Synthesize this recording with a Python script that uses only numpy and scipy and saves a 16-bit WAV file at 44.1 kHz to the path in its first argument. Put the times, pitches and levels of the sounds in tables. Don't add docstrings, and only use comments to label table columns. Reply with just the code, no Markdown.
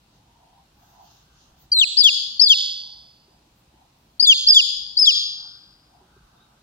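import sys
import numpy as np
from scipy import signal
from scipy.fft import rfft, irfft, next_fast_len
from scipy.io import wavfile
from scipy.ndimage import uniform_filter1d, minimum_filter1d, map_coordinates

SR = 44100
rng = np.random.default_rng(int(sys.argv[2]) if len(sys.argv) > 2 else 0)


def materialize(psi):
    bounded = np.clip(np.atleast_2d(psi).T, -1, 1)
    quanta = np.round(bounded * 32767).astype(np.int16)
    wavfile.write(sys.argv[1], SR, quanta)


def ratio_of_db(decibels):
    return 10 ** (np.asarray(decibels, float) / 20)


N = 291942


def unit(x):
    return x / np.sqrt(np.mean(x ** 2) + 1e-20)


def along(points, hz):
    f, *cols = np.transpose(points)
    return np.squeeze([np.interp(np.log(hz + 1), np.log(f + 1), c) for c in cols])


def curves(rows, t, smooth_s):
    s, *cols = np.transpose(rows)
    size = int(smooth_s * SR) + 1
    return uniform_filter1d([np.interp(t, s, c) for c in cols], size, axis=1, mode="nearest")


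def wobble(rate, size):
    knots = rng.standard_normal(int(size * rate / SR) + 4)
    return map_coordinates(knots, [np.arange(size) * rate / SR], order=2)


def filtered(x, response):
    m = next_fast_len(x.shape[-1] + 8192)
    return irfft(rfft(x, m) * response(np.fft.rfftfreq(m, 1 / SR)), m)[..., :x.shape[-1]]


def rush(spectrum, patchy_db):
    # f/Hz, side minus mid level/dB
    width = [(60, -24.5), (110, -26), (200, -25.5), (380, -6.5), (700, -1.5), (1290, -0.5), (2380, 0.5),
             (4400, 0), (8120, 1), (15000, -0.5)]
    z = signal.stft(rng.standard_normal((2, N + 512)).astype(np.float32), nperseg=512)[2]
    field = uniform_filter1d(rng.standard_normal(z.shape[1:]), 5, axis=0)
    field = uniform_filter1d(field, 14, axis=1)
    patches = ratio_of_db(patchy_db * unit(field)).astype(np.float32)
    pair = signal.istft(z * patches, nperseg=512)[1][:, :N]

    def mid_and_side(hz):
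        angle = np.arctan(ratio_of_db(along(width, hz)))
        return ratio_of_db(along(spectrum, hz)) * [np.cos(angle), np.sin(angle)]

    mid, side = filtered(pair, mid_and_side)
    return unit(np.array([mid + side, mid - side]))


def band(lo_hz, hi_hz):
    return [(lo_hz * .75, -60), (lo_hz, 0), (hi_hz, 0), (hi_hz * 1.3, -60)]


def swells(rows):
    s, half, *cols = np.transpose(rows)[:, :, None]
    return np.exp(-((np.arange(N) / SR - s) / half) ** 2).astype(np.float32), *cols


def drone(hz, width_hz):
    turn = np.exp(2j * np.pi * np.cumsum(hz) / SR)
    a, b = [(wobble(width_hz, size=N) + 1j * wobble(width_hz, size=N)) * turn for _ in range(2)]
    return unit(np.real([a + .5 * b, a - .5 * b]))


def background():
    # f/Hz, level per Hz/dB
    air_colour = [(15, -45.5), (25, -22), (59, 0), (86, -10), (123, -4.5), (261, -12), (324, -12),
                  (391, -18), (979, -17), (1430, -22.5), (2200, -25.5), (2520, -22.5), (4090, -21.5),
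                  (9690, -33), (15700, -36.5)]
    # t/s, half length/s, level/dB, f/Hz
    vehicles = [(.2, .06, -68.5, 770), (.4, 0.14, -57, 941), (.59, 0.051, -56.5, 749),
                (.8, 0.042, -69, 830), (.99, 0.15, -51.5, 846), (1.55, .2, -67, 749),
                (2.92, 0.12, -63, 868), (3.36, 0.11, -67.5, 865), (3.81, 0.076, -59.5, 886),
                (5.2, .12, -58.5, 888), (5.47, 0.057, -62, 821), (5.98, 0.13, -61, 823),
                (6.4, 0.17, -63.5, 885)]
    # t/s, half length/s, level/dB
    tyre_swells = [(.9, 0.17, -71.5), (1.32, 0.28, -68), (2.3, .5, -72.5), (5.2, .06, -66.5),
                   (5.5, 0.17, -63.5), (5.75, 0.14, -75.5), (6.3, .4, -66.5)]
    # t/s, half length/s, level/dB
    thud_swells = [
        (1.6, 0.1, -69),
        (2.0, .1, -65.5),
        (3.6, 0.084, -80),
        (4.6, .15, -56),
    ]
    # t/s, half length/s, body level/dB, hiss level/dB
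    feathers = [
        (.16, .04, -71, -86.5),
        (.88, .1, -70, -67),
        (1.12, .13, -63, -71.5),
        (1.42, .08, -63.5, -80.5),
        (1.62, .05, -69.5, -67),
        (3.58, .03, -90.5, -72),
        (4.05, .12, -90, -75.5),
    ]
    rest_db, rest_hz = -72.5, 813
    shape, db, hz = swells(vehicles)
    passing = ratio_of_db(rest_db) + np.sum(shape * ratio_of_db(db), axis=0)
    drone_hz = (ratio_of_db(rest_db) * rest_hz + np.sum(shape * ratio_of_db(db) * hz, axis=0)) / passing
    shape, db = swells(tyre_swells)
    tyres = ratio_of_db(-86) + np.sum(shape * ratio_of_db(db), axis=0)
    shape, db = swells(thud_swells)
    thuds = ratio_of_db(-74 + 0.5 * wobble(5.5, size=N)) + np.sum(shape * ratio_of_db(db), axis=0)
    shape, body_db, hiss_db = swells(feathers)
    body_level = np.sum(shape * ratio_of_db(body_db + 3.5), axis=0)
    hiss_level = np.sum(shape * ratio_of_db(hiss_db + 2.0), axis=0) * ratio_of_db(3 * wobble(21, size=N))

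    air = ratio_of_db(-60.0) * rush(air_colour, patchy_db=0.97)
    blur = passing * ratio_of_db(-5) * rush(band(680, 1000), patchy_db=3.5)
    tone = passing * ratio_of_db(-12.0) * drone(drone_hz, width_hz=57)
    upper = tyres * ratio_of_db(-1.5) * rush(band(1100, 1600), patchy_db=2.5)
    rumble = thuds * ratio_of_db(-1) * rush(band(26, 53), patchy_db=-3.5)
    body = body_level * rush(band(2700, 6800), patchy_db=2)
    hiss = hiss_level * rush(band(12500, 17000), patchy_db=2.5)
    return air + blur + tone + upper + rumble + body + hiss


def melody(start, length, top_hz, break_hz, break_s, bow_hz):
    # t/s, f/Hz
    scoop = [(0, 4150), (.004, 4450)]
    # t after the break/s, f/Hz
    landing = [(.006, 3880), (.013, 3540)]
    # t before the end/s, f/Hz
    ending = [(.035, 3350), (.015, 3030), (.006, 2780), (0, 2560)]
    rise_hz_per_s, crown_s = 32000, .005
    top_s = scoop[-1][0] + (top_hz - scoop[-1][1]) / rise_hz_per_s
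    halfway = ((top_s + crown_s + break_s) / 2, (top_hz + break_hz) / 2 + bow_hz)
    high = scoop + [(top_s, top_hz), (top_s + crown_s, top_hz), halfway, (break_s, break_hz)]
    low = [(break_s + s, hz) for s, hz in landing] + [(length - s, hz) for s, hz in ending]
    return [(start + s, hz) for s, hz in high + low]


def notch(hz, centre_hz, width_hz, db):
    return 1 - (1 - ratio_of_db(np.minimum(db, 0))) * np.exp(-((hz - centre_hz) / width_hz) ** 2)


def peep(rows, level_db, cupped, right_high_db, right_low_db, push_db,
         null_hz, null_db, lead_above, lead_below):
    # multiple of the pitch, level in the high register/dB, in the low register/dB
    overtones = [(2, -21.5, -16), (3, -39, -25), (4, -56, -28.5), (5, -60, -44), (6, -60, -50.5)]
    # f/Hz, level/dB
    throat = [(5000, 7.5), (6200, -2), (7000, 0.5), (7800, 2), (9000, -21), (10400, -7), (12000, -16),
              (13800, -3.5), (16000, -6.5)]
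    hand_hz = [2600, 3000, 3200, 3370, 3520, 4300, 4650, 5200]
    # left port/dB, right port/dB
    hand_db = [(-5, -7), (-6.5, -4.5), (1, -10.5), (8, 6), (-3.5, -10.5), (-10.5, -11), (0.5, -3),
               (0.5, -4.5)]
    # f/Hz, width/Hz, left level/dB, right level/dB
    break_null = (3617, 49.5, -21, -14)
    attack_s, release_s, turn_width_hz, null_width_hz = .005, .004, 60, 60

    t = np.arange(round(rows[0][0] * SR), round(rows[-1][0] * SR)) / SR
    hz, = curves(rows, t, smooth_s=.004)
    hz = hz - 100 * np.exp((t - t[-1]) / .004)
    cycle = 2 * np.pi * np.cumsum(hz * (1 + .002 * wobble(300, size=len(t)))) / SR
    edges = np.sqrt(2) * np.clip(np.minimum(t - t[0], t[-1] - t) / .0015, 0, 1)
    breath = np.clip((t - t[0]) / attack_s, 0, 1) * np.clip((t[-1] - t) / release_s, 0, 1)

    sides = np.array([[.5], [-.5]])
    left_db, right_db = cupped * along(np.column_stack([hand_hz, hand_db]), hz)
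    right_db = right_db + along([(4100, right_low_db), (4900, right_high_db)], hz)
    push = push_db * np.clip((4200 - hz) / 500, 0, 1)
    ports = breath * ratio_of_db(level_db + push + np.array([left_db, right_db]))
    lead = lead_below + (lead_above - lead_below) / (1 + np.exp((null_hz - hz) / turn_width_hz))
    clash_hz, clash_width_hz, *clash_db = break_null
    clash = notch(hz, clash_hz, clash_width_hz, cupped * np.array(clash_db)[:, None])
    echo = [notch(hz, null_hz, null_width_hz, null_db), np.ones_like(hz)]
    cancelling = clash * echo
    effort = uniform_filter1d(np.sqrt(np.mean(ports ** 2, axis=0)), int(0.06 * SR), mode="nearest")
    flutter = np.array([wobble(120, size=len(t)) for _ in sides])
    near = ports * cancelling * ratio_of_db(2.98 * flutter) * np.sin(cycle + sides * lead)
    out = effort * np.sin(cycle)

    low = 1 / (1 + np.exp((hz - 4100) / 120))
    past_top = (hz.max() > 4900) * (t > t[hz.argmax()])
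    about_to_drop = past_top * (1 - low) / (1 + np.exp((hz - 4580) / 60))
    early_tone = np.sin(2 * np.pi * 3420 * t + sides * 2.8)
    near = near + ratio_of_db(-10.0) * effort * about_to_drop * early_tone

    shimmer = ratio_of_db(2.5 * flutter[::-1])
    fading = np.clip((t[-1] - t) / 0.024, 0, 1)
    leap_hz_per_s = np.gradient(uniform_filter1d(hz, size=90)) * SR
    steady = 1 / (1 + (leap_hz_per_s / 50000) ** 4)
    for k, high_db, low_db in overtones:
        k = round(k)
        gain = effort * ratio_of_db(high_db + low * (low_db - high_db) + along(throat, k * hz))
        gain = gain * np.clip((SR / 2.6 - k * hz) / 800, 0, 1)
        gain = gain * fading ** (k - 2) * breath * steady
        near = near + gain * shimmer * np.sin(k * cycle + sides * (1.9 + 0.6 * k * lead))
        out = out + gain * np.sin(k * cycle)
    return edges * near, edges * out


def room(x, level_db, low_lead, high_lead, low_pan_db, high_pan_db, alike):
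    # f/Hz, time to fall by 60 dB/s
    ring_times = [(2000, 0.52), (3400, 0.76), (5000, 0.96), (7000, 0.58), (10000, 0.57), (14000, 0.71)]
    # f/Hz, level/dB
    walls = [(2400, -9.5), (3000, -5.5), (3400, -0.5), (3900, 0.5), (4400, 4.5), (5000, -0.5), (6000, 3),
             (7000, 6), (8500, 15), (10400, 8), (12000, 0), (13800, 1)]
    # f/Hz, width/Hz, level/dB
    ringing = [(3369, 74, -2), (4860, 27, -1.5)]
    hz, t, z = signal.stft(rng.standard_normal((3, int(1.3 * SR))), SR, nperseg=256)
    build = 1 - np.exp(-np.maximum(t - .025, 0) / 0.037)
    decay = ratio_of_db(along(walls, hz)[:, None] - 60 * t / along(ring_times, hz)[:, None])
    tails = signal.istft(z * build * decay, SR, nperseg=256)[1]
    m = next_fast_len(len(x) + tails.shape[1] + 4096)
    f = np.fft.rfftfreq(m, 1 / SR)
    held = 1 + sum(ratio_of_db(db) * 1j * f * w / (c * c - f * f + 1j * f * w) for c, w, db in ringing)
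    wet = held * rfft(x, m) * rfft(tails / np.linalg.norm(tails[0]), m)
    sides = np.array([[.5], [-.5]])
    lead = along([(4100, low_lead), (4700, high_lead), (6200, high_lead), (9000, -2.5)], f)
    pan_db = along([(4100, low_pan_db), (4700, high_pan_db), (7500, high_pan_db), (9000, 0.007)], f)
    alike = np.clip(alike, 0, 1)
    shared = np.sqrt(alike) * wet[0] * np.exp(1j * sides * lead)
    both = shared + np.sqrt(1 - alike) * wet[1:]
    return irfft(both * ratio_of_db(level_db + sides * pan_db), m)[:, :m - 4096]


def chick():
    # t/s, f/Hz
    first_peep = [
        (1.716, 4550),
        (1.726, 4850),
        (1.745, 4200),
        (1.758, 4305),
        (1.771, 3996),
        (1.784, 4100),
        (1.809, 3620),
        (1.82, 3210),
        (1.846, 2502),
    ]
    # t/s, length/s, top f/Hz, register break f/Hz, break after start/s
    full_peeps = [
        (1.967, .13, 5110, 4480, .061),
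        (2.393, .151, 5160, 4410, .087),
        (4.195, .141, 5040, 4400, .064),
        (4.466, .145, 5125, 4650, .069),
        (4.967, .147, 5265, 4610, .085),
    ]
    bow = [-90, 95, 110, -20, 90]
    # level/dB, share of the hand's colour (0-1),
    # right port high register/dB, right port low register/dB, push in the low register/dB
    head_rows = [(-9.5, 0.64, -2.5, -2.5, 2.7), (-8, 1, -6, -1, -0.3), (-9.5, 1, -2.2, -2, 0),
                 (-8, 0.98, -9.5, 1.5, 0.4), (-11, 0.92, 4.3, 3.5, -0.9), (-10.5, .99, -3.8, -1.05, .3)]
    nulls = [4400, 4480, 4840, 5030, 4860, 4850]
    # depth/dB, left port's lead above the pitch/rad, below it/rad
    finger_rows = [(-2, 5, 2.4), (-13, 2.44, 2.1), (-26, 1.57, 2.3), (-20, -1.3, 2.8), (-20, 1.27, 2.48),
                   (-15.5, -0.37, 2.75)]
    # level/dB, low lead/rad, high lead/rad,
    # low left-right/dB, high left-right/dB
    turn_rows = [(-10.5, -1, -10.5, -4.5, 0), (-7.5, -1.5, 6.5, 1.5, 3), (-6, 1.42, -1.63, -3, -2.5),
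                 (-8.5, -8.5, -1.5, -1, -0.5), (-7, -7.5, -10.5, 3, 5.5), (-4.5, -2.5, -5.5, 0, 6)]
    likeness = [.4, .01, 1, 1, .01, 0.88]
    out = np.zeros((2, N + 2 * SR))
    calls = [first_peep] + [melody(*p, bow_hz) for p, bow_hz in zip(full_peeps, bow)]
    settings = zip(calls, head_rows, nulls, finger_rows, turn_rows, likeness)
    for rows, head, null_hz, fingers, turn, alike in settings:
        near, leaving = peep(rows, *head, null_hz, *fingers)
        wet = room(leaving, *turn, alike)
        start = round(rows[0][0] * SR)
        out[:, start:start + near.shape[1]] += near
        out[:, start:start + wet.shape[1]] += wet
    return out[:, :N]


def cracks():
    # t/s, peak level/dB, left-right/dB
    catches = [
        (1.717, -39, -5),
        (1.9737, -35, 6),
        (2.4047, -35, -2),
        (2.4224, -18.5, 7),
        (4.2035, -38, -1),
        (4.4862, -20, 9),
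        (4.9697, -74, -6),
    ]
    colour = [(1500, -38.0), (3000, -14.5), (5500, 16.5), (7000, -14.5), (10000, -32.5), (16000, -51)]
    out, t = np.zeros((2, N)), np.arange(SR // 50) / SR
    for s, db, pan_db in catches:
        burst = ratio_of_db(db + 6 - 60 * t / 0.012) * rng.standard_normal((2, len(t)))
        start = round(s * SR)
        out[:, start:start + len(t)] += burst * ratio_of_db([[pan_db / 2], [-pan_db / 2]])
    return filtered(out, lambda hz: ratio_of_db(along(colour, hz)))


def taps():
    # t/s, peak level/dB, f/Hz, time to fall by 60 dB/s
    knocks = [
        (3.28, -53, 390, 0.087),
        (3.47, -55.5, 317, 0.089),
        (3.739, -47, 326, 0.038),
        (6.012, -53.5, 374, 0.18),
        (6.165, -44.5, 388, 0.04),
    ]
    out, t = np.zeros(N + SR), np.arange(SR // 4) / SR
    for s, db, hz, t60 in knocks:
        attack = 1 - np.exp(-t / 0.0013)
        out[round(s * SR):][:len(t)] += ratio_of_db(db - 60 * t / t60) * np.sin(2 * np.pi * hz * t) * attack
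    return out[:N]


def far_bird():
    # t/s, f/Hz, level/dB
    chirp = [
        (6.345, 4150, -95),
        (6.36, 3693, -63),
        (6.39, 3600, -64.5),
        (6.42, 3880, -58),
        (6.45, 3630, -66.5),
        (6.47, 3700, -86),
    ]
    hz, db = curves(chirp, np.arange(N) / SR, smooth_s=0.0081)
    tone = ratio_of_db(db) * (db > -89) * np.sin(2 * np.pi * np.cumsum(hz) / SR)
    echoes = rng.standard_normal((2, SR // 5)) * ratio_of_db(-60 * np.arange(SR // 5) / SR / 0.21)
    return signal.fftconvolve(tone[None], echoes / np.linalg.norm(echoes[0]), axes=1)[:, :N]


def scene():
    return background() + chick() + cracks() + taps() + far_bird()


def limited(x):
    need = np.minimum(1, .99 / (np.abs(x).max(axis=0) + 1e-9))
    return x * uniform_filter1d(minimum_filter1d(need, size=265), size=133)


def masked(x, margin_db, up_db, starved_db, down_db):
    hz, _, z = signal.stft([x[0] + x[1], x[0] - x[1]], SR, nperseg=1024)
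    edges = np.geomspace(1200, 16500, 27)
    member = (np.digitize(hz, edges) == np.arange(1, len(edges))[:, None]) * 1.
    power = member @ np.abs(z) ** 2
    octaves = np.log2(edges[1:, None] / edges[1:])
    above = ratio_of_db(-margin_db - up_db * octaves) ** 2 * (octaves > 0) @ power.sum(axis=0)
    spent = np.roll(uniform_filter1d(power.sum(axis=0), size=9, axis=1), 12, axis=1)
    below = ratio_of_db(-starved_db + down_db * octaves) ** 2 * (octaves < 0) @ spent
    over_db = 10 * np.log10((power + 1e-20) / (np.abs(above + below) + 1e-20))
    lost = 1 / (1 + np.exp(np.clip(over_db / 1.2, -30, 30)))
    mid, side = signal.istft(z * (1 - member.T @ lost), SR, nperseg=1024)[1][:, :N]
    return np.array([mid + side, mid - side]) / 2


def top_cut(x):
    return signal.sosfilt(signal.butter(12, 15890, fs=SR, output="sos"), x)


def record(dry):
    bend = ratio_of_db(-29.5) * filtered(dry ** 2, lambda hz: hz ** 2 / (hz ** 2 + 200 ** 2))
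    stored = masked(limited(dry + bend), margin_db=32.5, up_db=23, starved_db=62.0, down_db=10)
    mix = filtered(stored, lambda hz: hz < 15900)
    return top_cut(mix)


dry = scene()
out = record(dry)
materialize(out)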